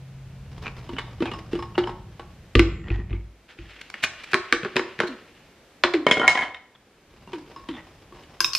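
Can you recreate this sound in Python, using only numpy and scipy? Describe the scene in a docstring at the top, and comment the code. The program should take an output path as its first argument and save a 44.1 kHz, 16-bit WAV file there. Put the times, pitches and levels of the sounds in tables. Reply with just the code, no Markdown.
"""A glass blender jug of frozen fruit is shaken, then set down on its base in a kitchen.
The plastic cap is twisted out of the lid; a spoon drops through the hole, then pokes fruit and clinks on glass.
Blows are noisy cracks plus fading sine tones, rubbing is clumped grains of noise, slides are gritty noise.
Hum, rumble and hiss lie underneath, and fading noise makes the echoes of the room."""
import sys
import numpy as np
from scipy import signal
from scipy.fft import rfft, irfft, next_fast_len
from scipy.io import wavfile
from scipy.ndimage import uniform_filter1d

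SR = 44100
rng = np.random.default_rng(int(sys.argv[2]) if len(sys.argv) > 2 else 0)


def wrap_up_sound(samples):
    """Save the sound to the file named by the first command line argument, as 16-bit audio."""
    columns = np.atleast_2d(samples).T
    # keep every value between -1 and 1, then stretch to whole-number steps
    tamed = np.clip(columns, -1, 1)
    steps = np.round(tamed * 32767).astype(np.int16)
    wavfile.write(sys.argv[1], SR, steps)


N = 378378
TIME = np.arange(N) / SR
CUTOFF_HZ = 15800   # nearly nothing is heard above this


# Sounds with two rows hold mid (straight ahead) and side (spread to left and right).
# In every table, t60 is the time a tone takes to fade by 60 dB.

def from_db(db):
    """Turn decibels into a gain."""
    return 10 ** (np.asarray(db) / 20)


def rms_one(x):
    """Scale to an rms (average strength) of one."""
    return x / np.sqrt(np.mean(x ** 2) + 1e-20)


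def at_hz(points, hz):
    """Read a table between its points, on a logarithmic frequency axis."""
    f, value = np.transpose(points)
    return np.interp(np.log(np.maximum(hz, 1)), np.log(f), value)


def colour(x, points):
    """Make some pitches louder and others softer, along a smooth curve."""
    length = x.shape[-1]
    size = next_fast_len(length + 4096)
    gain = from_db(at_hz(points, np.fft.rfftfreq(size, 1 / SR)))
    return irfft(rfft(x, size) * gain, size)[..., :length]


def band(x, edges, order=2):
    """Keep only the pitches between two edges."""
    return signal.sosfilt(signal.butter(order, edges, "band", fs=SR, output="sos"), x)


def fade(t, t60):
    """Die away exponentially, 60 dB down after t60."""
    return np.exp(-np.log(1000) * t / t60)


def add(out, s, sound):
    """Mix a sound in at a time in seconds."""
    start = max(round(s * SR), 0)
    out[..., start:start + sound.shape[-1]] += sound[..., :max(N - start, 0)]


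def grit(shape, depth_db, size=130):
    """Uneven gain of surfaces that catch and let go every few milliseconds."""
    wobble = rms_one(uniform_filter1d(rng.standard_normal(shape), size))
    return from_db(depth_db * np.clip(wobble, -2, 2))


def strokes_level(strokes):
    """Each stroke rises, holds and falls."""
    return sum(from_db(db) * np.interp(TIME, np.cumsum(stages), [0, 1, 1, 0]) for *stages, db in strokes)


def ringing(strikes, modes):
    """Each strike sets the same clear tones ringing, straight ahead."""
    out, t = np.zeros((2, N)), TIME[:SR]
    ring = sum(from_db(db) * np.sin(2 * np.pi * hz * t) * fade(t, t60) for hz, db, t60 in modes)
    for s, db, *_ in strikes:
        add(out[0], s, from_db(db) * ring)
    return out


# The four pitch ranges of a blow: thump, knock, clack and tick. Columns: lowest f/Hz, highest f/Hz.
# A blow's level is that of its clack over the first 20 ms, before any final colouring;
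# its thump and knock are given against that level.
BLOW_BANDS = [(110, 600), (600, 1500), (1500, 4000), (4000, 12000)]


def blows(rows, modes, tick_db, tick_growth, crack_db, crack_t60, rattle_db, rattle_t60, scatter_db,
          build_cycles=0.25, contact_hz=600, hardening=0.22, detune=0, grip_db=0, grit_db=2,
          note_db=None, note_t60=None):
    """Each blow is a crack, a short uneven rattle of the body and its clear tones (modes)."""
    rows, t = np.array(rows), np.arange(int(.55 * SR), dtype=np.float32) / SR
    hz, level_db, t60 = np.array(modes).T[:, :, None]
    # a mode takes part of a cycle or more to build up, so the lows swell after the crack
    decays = from_db(level_db) * fade(t, t60) * (1 - np.exp(-hz * t / build_cycles))
    # while it still touches, the body loses grip_db of its ring; the rest dies freely
    decays = decays * from_db(grip_db * (fade(t, .15) - 1))

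    # contact point and grip change from blow to blow, and with them each mode's strength, sign and pitch
    rings = []
    for strength, sign, bend in rng.standard_normal((len(rows), 3, 2, len(modes))):
        bent_hz = (hz * (1 + detune * bend[0][:, None])).astype(np.float32)
        shares = from_db(scatter_db * strength) * np.sign(sign)
        rings.append(shares @ (decays * np.sin(2 * np.pi * bent_hz * t)))

    # the harder the blow, the more of it goes into the crack
    times, clack_db, thump_db, knock_db, *notes_hz = rows.T
    force_db = clack_db - clack_db.mean()
    crack = from_db(crack_db + hardening * force_db)[:, None, None] * fade(t, crack_t60)
    rattle = from_db(rattle_db) * fade(t, rattle_t60) * grit((len(rows), 1, len(t)), grit_db)
    noise = rng.choice([-1, 1], (len(rows), 2, len(t)))
    raw = np.array(rings) + band((crack + rattle) * noise, [contact_hz, CUTOFF_HZ])

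    # each contact point on the spoon brings out notes of its own
    for note_hz in notes_hz:
        note = from_db(note_db) * fade(t, note_t60) * np.sin(2 * np.pi * note_hz[:, None, None] * t)
        raw = raw + note * rng.choice([-1, 1], (len(rows), 2, 1))

    # force changes the share of the tick
    shares_db = [thump_db, knock_db, 0 * clack_db, tick_db + tick_growth * force_db]
    strengths_db = clack_db + np.array(shares_db)
    hits, out, attack = 0, np.zeros((2, N)), int(.02 * SR)
    for edges, strength_db in zip(BLOW_BANDS, strengths_db):
        part = band(raw, edges, order=3)
        loudness = part[..., :attack].std(axis=-1, keepdims=True)
        hits = hits + from_db(strength_db)[:, None, None] * part / loudness
    for s, hit in zip(times, hits):
        add(out, s, hit)
    return out


def friction(strokes, spectrum, level_db, per_s, spread_db, grain_t60, clump_db=4):
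    """Many tiny contacts, each a short scratch; they come in clumps as things stick and slip."""
    sizes = (rng.random(N) < per_s / SR) * from_db(spread_db * np.minimum(rng.exponential(1, N), 3))
    clumps = rms_one(uniform_filter1d(rng.standard_normal(N), SR // 20))
    sizes = sizes * from_db(clump_db * clumps)
    grains = signal.fftconvolve(sizes, fade(TIME[:SR // 5], grain_t60))[:N]
    scratches = rms_one(colour(grains * rng.standard_normal((2, N)), spectrum))
    return from_db(level_db) * strokes_level(strokes) * scratches


def slides(rows, spectrum, grit_db, squeak_db, sharpness=7):
    """A short, gritty slide swells and stops, with a squeak at a pitch of its own."""
    out, t = np.zeros((2, N)), TIME[:SR // 4] - TIME[SR // 8]
    for s, db, half, hz in rows:
        scrape = rms_one(colour(rng.standard_normal((2, len(t))) * grit(len(t), grit_db), spectrum))
        peak = signal.iirpeak(hz, sharpness, fs=SR)
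        squeak = rms_one(signal.lfilter(*peak, signal.lfilter(*peak, scrape)))   # sharpened twice
        swell = np.exp(-(t / half) ** 2)
        add(out, s + t[0], from_db(db) * swell * rms_one(scrape + from_db(squeak_db) * squeak))
    return out


START_HZ, SAG_HZ, SAG_AT_S, SAG_S = 133.5, 21.78, 1, 0.175   # pitch, its drop, when and how gradually
START_DB, FADE_DB_PER_S, HUM_END_S = -42.5, 3.5, 2.53


def hum(release_s=0.77):
    """A low sine tone sinks in pitch and fades, ending just before the jug is set down."""
    hz = START_HZ - SAG_HZ / (1 + np.exp((SAG_AT_S - TIME) / SAG_S))
    level = from_db(START_DB - FADE_DB_PER_S * TIME) * np.clip((HUM_END_S - TIME) / release_s, 0, 1)
    return np.sqrt(2) * level * np.sin(2 * np.pi * np.cumsum(hz) / SR)


# Low rumble while the jug is carried, settled, held and poked.
# Columns: start t/s, rise t/s, hold t/s, fall t/s, level/dB.
RUMBLE_STROKES = [(-.4, 0.93, 1.41, 0.92, -42.5), (2.55, 0.064, 0.39, 0.35, -37),
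                  (3.605, 0.015, 0.03, 0.052, -47.5), (7.05, 0.045, 1.16, 0.38, -56)]
# Tone of the rumble. Columns: f/Hz, level/dB.
RUMBLE_TONE = [(20, -15), (40, 7.5), (70, 4.5), (130, 3.5), (200, -1), (400, -41.5), (900, -81.5)]


def rumble(handling, jolt_db=-30.5, jolt_t60=0.49):
    """Low noise follows the handling and swells after each jolt."""
    tail = fade(TIME[:SR], jolt_t60) ** 2
    jolts = np.sqrt(np.abs(signal.fftconvolve(handling ** 2, tail / tail.sum())[:N]))
    noise = rms_one(colour(rng.standard_normal((2, N)), RUMBLE_TONE))
    return (strokes_level(RUMBLE_STROKES) + from_db(jolt_db) * jolts) * noise


# Tone of the still kitchen. Columns: f/Hz, level/dB.
AIR_TONE = [(40, 3.5), (80, 3.5), (250, 4), (500, 1.5), (1000, -5.5), (2400, -7), (6000, -18),
            (13000, -30.5), (15000, -53)]


def air(hiss_db=-54.5, whine_hz=12980, whine_db=-83):
    """Faint hiss of the still kitchen (noise), with a thin electrical whine (a sine tone)."""
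    hiss = from_db(hiss_db) * rms_one(colour(rng.standard_normal((2, N)), AIR_TONE))
    whine = np.sqrt(2) * from_db(whine_db) * np.sin(2 * np.pi * whine_hz * TIME)
    return hiss + np.outer([1, 0], whine)


def suppression(sound, threshold_db=-21, ratio=0.77, recover_db_per_s=6.5, attack_s=0.14):
    """Gain of a noise suppressor: loud sounds push the steady hiss down, and it creeps back."""
    power = uniform_filter1d(sound ** 2, SR // 25)
    level_db = 10 * np.log10(np.maximum(power, 1e-12))
    push_db = ratio * np.maximum(level_db - threshold_db, 0)
    # the deepest push so far holds, less what has come back since
    recovery_db = recover_db_per_s * TIME
    held_db = np.maximum.accumulate(push_db + recovery_db) - recovery_db
    pole = np.exp(-1 / (attack_s * SR))
    return from_db(-signal.lfilter([1 - pole], [1, -pole], held_db))


# Icy pieces rub and shift. Columns: start t/s, rise t/s, hold t/s, fall t/s, level/dB (before level_db).
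SHUFFLE_STROKES = [(.25, 0.44, 0.34, 1.51, -45), (7.05, 0.23, 1.13, 0.085, -50.5)]
# Tone of the shuffling. Columns: f/Hz, level/dB.
SHUFFLE_TONE = [(100, 5), (300, 7.5), (600, 2.5), (1000, 2.5), (1500, -4), (2900, -4.5), (4400, -12),
                (5100, -10.5), (7000, -24.5), (14000, -39.5)]


def shuffle():
    """Icy pieces rub and shift: sparse, clumped grains of noise."""
    return friction(SHUFFLE_STROKES, SHUFFLE_TONE, level_db=-3, per_s=150, spread_db=5, grain_t60=0.054)


# How long echoes last. Columns: f/Hz, t60/s.
ECHO_T60 = [(100, 0.17), (400, 0.54), (2000, 0.52), (5000, 0.41), (14000, 0.081)]
# How loud echoes are against the direct sound. Columns: f/Hz, level/dB.
ECHO_LEVEL = [(100, -15), (400, -7), (1000, -6.5), (2500, -14.5), (6000, -6.5), (14000, -43)]


def kitchen(x, first_echo_s=0.0028):
    """Diffuse echoes, made of fading noise, die at their own pace in each band of pitches."""
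    t, response = TIME[:SR], 0
    edges = np.geomspace(70, 17000, 9)
    for low, high in zip(edges, edges[1:]):
        hz = np.sqrt(low * high)
        # silent until first_echo_s, then fading in over as long again
        envelope = fade(t, at_hz(ECHO_T60, hz)) * np.clip(t / first_echo_s - 1, 0, 1)
        envelope = envelope / np.linalg.norm(envelope) * from_db(at_hz(ECHO_LEVEL, hz))
        response = response + envelope * band(rng.standard_normal((2, len(t))), [low, high])
    return signal.fftconvolve(x, response, axes=-1)[:, :N]


# Frozen pieces skid along the glass; at 2.93 and 3.14 s the jug scrapes as it settles on its base.
# Columns: peak t/s, level/dB, half length t/s, squeak f/Hz.
SKIDS_AND_SCRAPES = [(.669, -31.5, 0.016, 2470), (.975, -35, 0.012, 3040), (1.272, -37.5, 0.03, 2490),
                     (1.757, -33, 0.0058, 2840), (1.841, -30.5, .0051, 3080), (2.93, -42.5, 0.078, 1875),
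                     (3.14, -50.5, 0.055, 2190), (1.04, -54, 0.077, 3670), (6.757, -49, 0.0074, 3430),
                     (7.755, -46, 0.029, 3500), (7.786, -40, 0.021, 1930), (8.175, -52.5, 0.026, 960)]
# Tone of the skids and scrapes. Columns: f/Hz, level/dB.
SKID_TONE = [(300, -2), (900, 5.5), (1700, 2.5), (2900, 1), (4000, -13), (7000, -26.5), (14000, -72)]


def skids_and_scrapes():
    """Frozen pieces skid along the glass and the settling jug scrapes: very gritty noise with a squeak."""
    return slides(SKIDS_AND_SCRAPES, SKID_TONE, grit_db=5.5, squeak_db=-3)


# Lumps of fruit land at each shake or poke. Columns: t/s, level/dB, thump/dB, knock/dB.
FRUIT_LANDINGS = [(.891, -44, 5, 0), (.932, -47, 10, -12), (.984, -29.5, -21, -7.5),
                  (1.204, -41.5, 15.5, -5), (1.222, -35.5, 8.5, -1.5), (1.256, -36.5, -7, -2),
                  (1.315, -36.5, -3, -5), (1.337, -44.5, -1.5, 0), (1.531, -40.5, 14, -5.5),
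                  (1.553, -40.5, 7, -4), (1.59, -45, 1.5, 1.5), (1.625, -42, -23, 0),
                  (1.7786, -28, 7.5, 0.5), (1.872, -41, 4, 5.5), (1.893, -48.5, -2, 7),
                  (2.195, -45.5, -2.5, 2), (7.135, -71, 10, -6.5), (7.274, -53.5, 2.5, 1),
                  (7.332, -39.5, -5.5, -3), (7.562, -52, -1.5, 2.5), (7.687, -38, 4, -5.5),
                  (8.123, -60, 9, 7), (8.234, -53, -6, -28)]
# The jug with its load of fruit. Columns: f/Hz, level/dB, t60/s.
HEAP = [(155.4, -9, 0.12)]
# The air in the jug, also woken by other blows. Columns: f/Hz, level/dB, t60/s.
JUG_AIR = [(230.4, 0, 0.073), (269.7, -7.5, 0.17), (344.2, 4.5, 0.19), (385, -4, 0.098), (460, -5.5, 0.07)]
# Ring of the jug itself. Columns: f/Hz, level/dB, t60/s.
JUG_BODY = [(909, -4, 0.048), (1148, -5.5, 0.061), (2890, -5, 0.061)]
# A hard lump meets bare glass. Columns: t/s, level/dB.
LUMP_PINGS = [(1.337, -50), (1.59, -51), (1.625, -51), (1.872, -51), (7.562, -53), (7.615, -69),
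              (8.17, -70)]
# Ring of the bare glass. Columns: f/Hz, level/dB, t60/s.
BARE_GLASS = [(1093, 17.5, 0.17), (5160, 6.5, 0.073)]


def fruit():
    """Frozen lumps land with a dull crunch, wake the air in the jug and sometimes ping the glass."""
    knocks = blows(FRUIT_LANDINGS, HEAP + JUG_AIR + JUG_BODY, tick_db=-9, tick_growth=-0.23,
                   crack_db=-3, crack_t60=0.025, rattle_db=-1, rattle_t60=0.13, scatter_db=5,
                   build_cycles=0.17, detune=.04, grit_db=3.5)
    dull = [(200, 3), (1000, 5), (5000, -5), (8000, -11.5), (14000, -29)]
    return colour(knocks, dull) + ringing(LUMP_PINGS, BARE_GLASS)


# The jug lands on the base and rocks into place.
# Columns: t/s, level/dB, thump/dB, boom of the counter/dB.
JUG_LANDINGS = [(2.5526, -18, -0.5, -7.5), (2.5939, -17, -10, -35), (2.883, -44.5, -7, -43),
                (2.903, -37, -2, -15.5), (2.983, -61, 20, -25), (3.106, -52, 7.5, -19),
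                (3.129, -46, 5.5, -35), (3.588, -48.5, -7, -34.5)]
# Ring of the plastic base. Columns: f/Hz, level/dB, t60/s.
PLASTIC_BASE = [(1190, -6, 0.036), (2010, -11, 0.023), (2524, 1, 0.0087), (3300, -13.5, 0.011)]
# Hollow note of the jug, and its steel parts that ring on. Columns: f/Hz, level/dB, t60/s.
SEATED_JUG = [(334.6, 9, 0.19), (6450, -55, 1.8), (7330, -42.5, 1.1)]


def jug_on_base(knock_db=-12):
    """Glass meets the plastic base with a hard clack, and the seated jug rings on."""
    rows = [(s, db, thump_db, knock_db) for s, db, thump_db, _ in JUG_LANDINGS]
    clacks = blows(rows, HEAP + JUG_AIR + PLASTIC_BASE, tick_db=-17, tick_growth=0.86,
                   crack_db=0.5, crack_t60=0.00092, rattle_db=4.5, rattle_t60=0.031, scatter_db=5.5,
                   build_cycles=1)
    dark = [(200, 3.5), (2500, 1), (4000, -6), (8000, -30), (14000, -51)]
    return colour(clacks, dark) + ringing(JUG_LANDINGS, SEATED_JUG)


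# Boom of the counter. Columns: f/Hz, level/dB, t60/s.
COUNTER_TONES = [(53.7, -0.5, 0.47), (96.3, -4, 0.37)]


def counter(lag_s=0.0042):
    """The weight of the landing jug sets the counter booming in two low tones."""
    out, t = np.zeros((2, N)), np.arange(SR // 2) / SR
    tones = sum(from_db(db) * np.sin(2 * np.pi * hz * t) * fade(t, t60) for hz, db, t60 in COUNTER_TONES)
    boom = (1 - fade(t, 0.011)) * tones   # rubber feet soften the push
    for s, _, _, boom_db in JUG_LANDINGS:
        add(out, s + lag_s, from_db(boom_db) * boom)
    return out


# Fingers and cap rub on the lid.
# Columns: start t/s, rise t/s, hold t/s, fall t/s, level/dB (before level_db).
RUB_STROKES = [(3.478, 0.015, 0.0067, 0.061, -52), (3.572, 0.012, 0.27, 0.1, -53),
               (3.9, .1, 0.71, 0.9, -51.5)]
# Tone of the rubbing. Columns: f/Hz, level/dB.
RUB_TONE = [(200, -3), (450, 2.5), (900, 0), (1700, 11.5), (2800, 12), (5000, -3.5), (9000, -21),
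            (14000, -48)]


def rub():
    """Fingers and cap rub on the lid: dense, fairly even grains of noise."""
    return friction(RUB_STROKES, RUB_TONE, level_db=3, per_s=700, spread_db=3, grain_t60=0.08, clump_db=1)


# The cap scratches and rasps as it turns. Columns: peak t/s, level/dB, half length t/s, squeak f/Hz.
CAP_RASPS = [(3.816, -35.5, .004, 1480), (3.902, -32, 0.0018, 3200), (4.042, -18, 0.0097, 2420),
             (4.241, -35.5, 0.006, 2380), (4.319, -35, 0.0061, 2500), (5.078, -37.5, .009, 4130)]
# Tone of the rasps. Columns: f/Hz, level/dB.
RASP_TONE = [(500, -1), (1200, 5), (2200, 11.5), (4000, 5.5), (8000, -10), (14000, -29)]


def rasps():
    """The cap scratches as it turns: slightly gritty noise with a faint squeak."""
    return slides(CAP_RASPS, RASP_TONE, grit_db=1, squeak_db=-5)


# The cap taps, catches and snaps as it is worked out of the lid.
# Columns: t/s, level/dB, thump/dB, knock/dB.
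CAP_SNAPS = [(3.9405, -33, -18, -11.5), (4.038, -22.5, -30, -14), (4.333, -23.5, -2.5, -1),
             (4.3428, -16, -10, -5), (4.525, -14.5, -8, -8.5), (4.5305, -28, -3.5, -8.5),
             (4.632, -35, -0.5, -9.5), (4.648, -32.5, 3.5, 0), (4.758, -29, 4.5, -9),
             (4.7655, -18, -9, -7.5), (4.794, -28.5, 2, -2), (4.99, -32.5, -2, -9.5),
             (5.002, -21.5, -5, -2.5), (5.034, -35.5, 8.5, 3.5)]
# Ring of the plastic lid. Columns: f/Hz, level/dB, t60/s.
LID_BODY = [(1088, 1, 0.06), (1674, -3, 0.038), (2117, -16.5, 0.025), (2330, 8.5, 0.019), (2720, -5, 0.042)]


def lid():
    """Plastic snaps are over in a few milliseconds and creak as they settle; the hollow jug answers."""
    snaps = blows(CAP_SNAPS, JUG_AIR + LID_BODY, tick_db=-1.5, tick_growth=0.26,
                  crack_db=20, crack_t60=0.007, rattle_db=6.5, rattle_t60=0.11, scatter_db=4,
                  hardening=0.5, detune=0.06, grit_db=2)
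    tone = [(140, 9), (280, -8), (450, 6.5), (700, -3.5), (1600, 3), (4500, -10), (8000, -26), (14000, -42)]
    return colour(snaps, tone)


# The jug's air note falls as the hole in the lid is covered. Columns: t/s, starting f/Hz, level/dB.
AIR_GULPS = [(5.086, 309.5, -22.5), (5.938, 385.4, -7.5), (7.33, 393, -19), (7.7, 325, -22)]


def gulps(fall_share=0.36, fall_s=0.045, attack_s=0.011, t60=0.16):
    """A hollow sine note swells, sinks in pitch and dies away."""
    out, t = np.zeros((2, N)), TIME[:SR // 3]
    envelope = (1 - np.exp(-t / attack_s)) * fade(t, t60)
    bend = 1 - fall_share * (1 - np.exp(-t / fall_s))
    for s, hz, db in AIR_GULPS:
        add(out[0], s, from_db(db) * envelope * np.sin(2 * np.pi * np.cumsum(hz * bend) / SR))
    return out


# The spoon knocks on the rim of the hole. Columns: t/s, level/dB, thump/dB, knock/dB.
RIM_KNOCKS = [(5.8365, -15.5, -4, -5.5), (5.9375, -25.5, 3.5, -16)]


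def spoon_on_lid():
    """A dry knock on plastic, under which the air in the jug swells."""
    knocks = blows(RIM_KNOCKS, JUG_AIR + LID_BODY, tick_db=-9, tick_growth=.1,
                   crack_db=23, crack_t60=0.009, rattle_db=14, rattle_t60=0.1, scatter_db=4,
                   build_cycles=1.3, detune=0.026)
    tone = [(140, -20.5), (300, -3.5), (1000, 5.5), (2200, 0),
            (3200, -2.5), (5500, -7.5), (8000, -15), (14000, -53)]
    return colour(knocks, tone)


def bounces(s, db, thump_db, knock_db, loss_db, note_hz, count, gap_s=0.015, shrink=0.73):
    """An uneven run of touches, each weaker and mostly sooner than the last, as rows of blows."""
    k = np.arange(count)
    gaps = gap_s * shrink ** k * from_db(2 * rng.standard_normal(count))   # seconds, unevenly shrinking
    delays = np.cumsum(gaps) - gaps
    return [(s + delay, db - loss, thump_db, knock_db, note_hz) for delay, loss in zip(delays, loss_db * k)]


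# The spoon drops into the jug and bounces. Columns: t/s, level/dB, thump/dB, knock/dB, note f/Hz.
SPOON_BOUNCES = [(6.066, -17.5, 2, 1.5, 2230), (6.1117, -11.5, -8.5, -20, 3300), (6.17, -26.5, 3, -8, 1420),
                 (6.196, -24.5, 0, -1, 2190), (6.268, -28.5, -7.5, -3, 1400), (6.278, -8, -30.5, -10, 1900),
                 (6.352, -25, -6.5, -0.5, 1960), (6.3737, -22.5, -20.5, -7, 3110),
                 (6.545, -36.5, -25, -11.5, 3720)]
# Between bounces the spoon rattles, mostly faster and faster.
# Columns: t/s, level/dB, thump/dB, knock/dB, loss per touch/dB, note f/Hz.
RATTLE_RUNS = [(6.215, -30, 0, 6.5, 1.2, 1423), (6.39, -26, -11, -2.5, 1.5, 2050)]
# The loose spoon and the jug ring together. Columns: f/Hz, level/dB, t60/s.
SPOON_AND_JUG = [(735, -5.5, 0.12), (994, 0.5, .2), (1386, -18, 0.25), (1690, -8.5, 0.15), (1880, -2, .2),
                 (2056, -10, 0.19), (2180, 2.5, 0.34), (3075, -3, 0.33), (3100, -4.5, 0.12),
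                 (4050, -17.5, .09), (5220, -8, .13), (6530, -6, .11)]


def dropped_spoon():
    """The spoon falls through the lid, clatters between glass and fruit and settles."""
    rows = list(SPOON_BOUNCES)
    for run in RATTLE_RUNS:
        rows += bounces(*run, count=6)
    # the rattle is the grit of steel on glass, the note belongs to the contact point
    clatter = blows(rows, SPOON_AND_JUG, tick_db=-12, tick_growth=0.25,
                    crack_db=8, crack_t60=0.017, rattle_db=-2.5, rattle_t60=0.22, scatter_db=5.5,
                    contact_hz=193, detune=0.0061, grip_db=14, grit_db=5, note_db=6, note_t60=0.044)
    tone = [(200, -3.5), (1000, 1), (3000, -1.5), (4000, -7), (8000, -16), (14000, -42)]
    return colour(clatter, tone)


# Spoon against the jug wall.
# Columns: t/s, level/dB, thump/dB, knock/dB, low note f/Hz, high note f/Hz.
SPOON_CLINKS = [(8.4045, -30, 0.5, 4.5, 1576, 10660), (8.4445, -31, -6, 3, 2520, 3760),
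                (8.5332, -39, -25, -19, 4350, 6250), (8.5502, -31.5, -2, -1, 2480, 4500)]
# Ring of a clink. Columns: f/Hz, level/dB, t60/s.
CLINK_TONES = [(347, 4, 0.24), (1063, 21.5, 0.052), (2700, 7, 0.036), (5140, 24.5, 0.034), (5740, 8, .025),
               (6170, 8.5, 0.066), (9600, 0, 0.36), (12230, 7, 0.29), (12700, -8, 0.088)]


def spoon():
    """Steel strikes the glass, which the fruit damps; each contact point brings out other spoon notes."""
    clinks = blows(SPOON_CLINKS, CLINK_TONES, tick_db=4.5, tick_growth=0.11,
                   crack_db=3, crack_t60=0.026, rattle_db=3, rattle_t60=0.17, scatter_db=4,
                   hardening=0.034, detune=0.016, grip_db=10, note_db=15, note_t60=0.035)
    bright = [(300, -14.5), (3000, 11), (5000, 4), (7500, 3.5), (11000, -8.5), (15000, 3)]
    return colour(clinks, bright)


# Width of the direct sound: narrow in the lows and middle, wide in the top treble.
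# Columns: f/Hz, level of the side/dB.
DIRECT_WIDTH = [(1200, -20.5), (3000, -8.5), (7000, -2), (13000, 5)]
# Overall width. Columns: f/Hz, level of side against mid/dB.
STEREO_WIDTH = [(60, -62), (150, -26.5), (380, -23), (700, -15.5), (1290, -10.5), (2380, -9), (4400, -2.5),
                (8120, 2.5), (15000, 11.5)]


def scene():
    """All happens straight ahead; only the treble spreads wide."""
    direct = shuffle() + skids_and_scrapes() + fruit() + jug_on_base()
    direct = direct + rub() + rasps() + lid() + gulps()
    direct = direct + spoon_on_lid() + dropped_spoon() + spoon()
    ahead = np.array([direct[0], colour(direct[1], DIRECT_WIDTH)])
    sound = ahead + kitchen(direct) + counter() + rumble(direct[0])
    sound = sound + hum()   # the same in mid and side
    mid, side = sound + air() * suppression(sound[0])
    side = colour(side, STEREO_WIDTH)
    return np.array([mid + side, mid - side])


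def record(dry):
    """The deepest bass is shed, the hardest blows overload, the top is cut."""
    thinned = signal.sosfilt(signal.butter(2, 32, "high", fs=SR, output="sos"), dry)
    overloaded = np.clip(thinned, -1, 1)
    return signal.sosfilt(signal.ellip(10, .1, 80, CUTOFF_HZ, fs=SR, output="sos"), overloaded)


dry = scene()
out = record(dry)
wrap_up_sound(out)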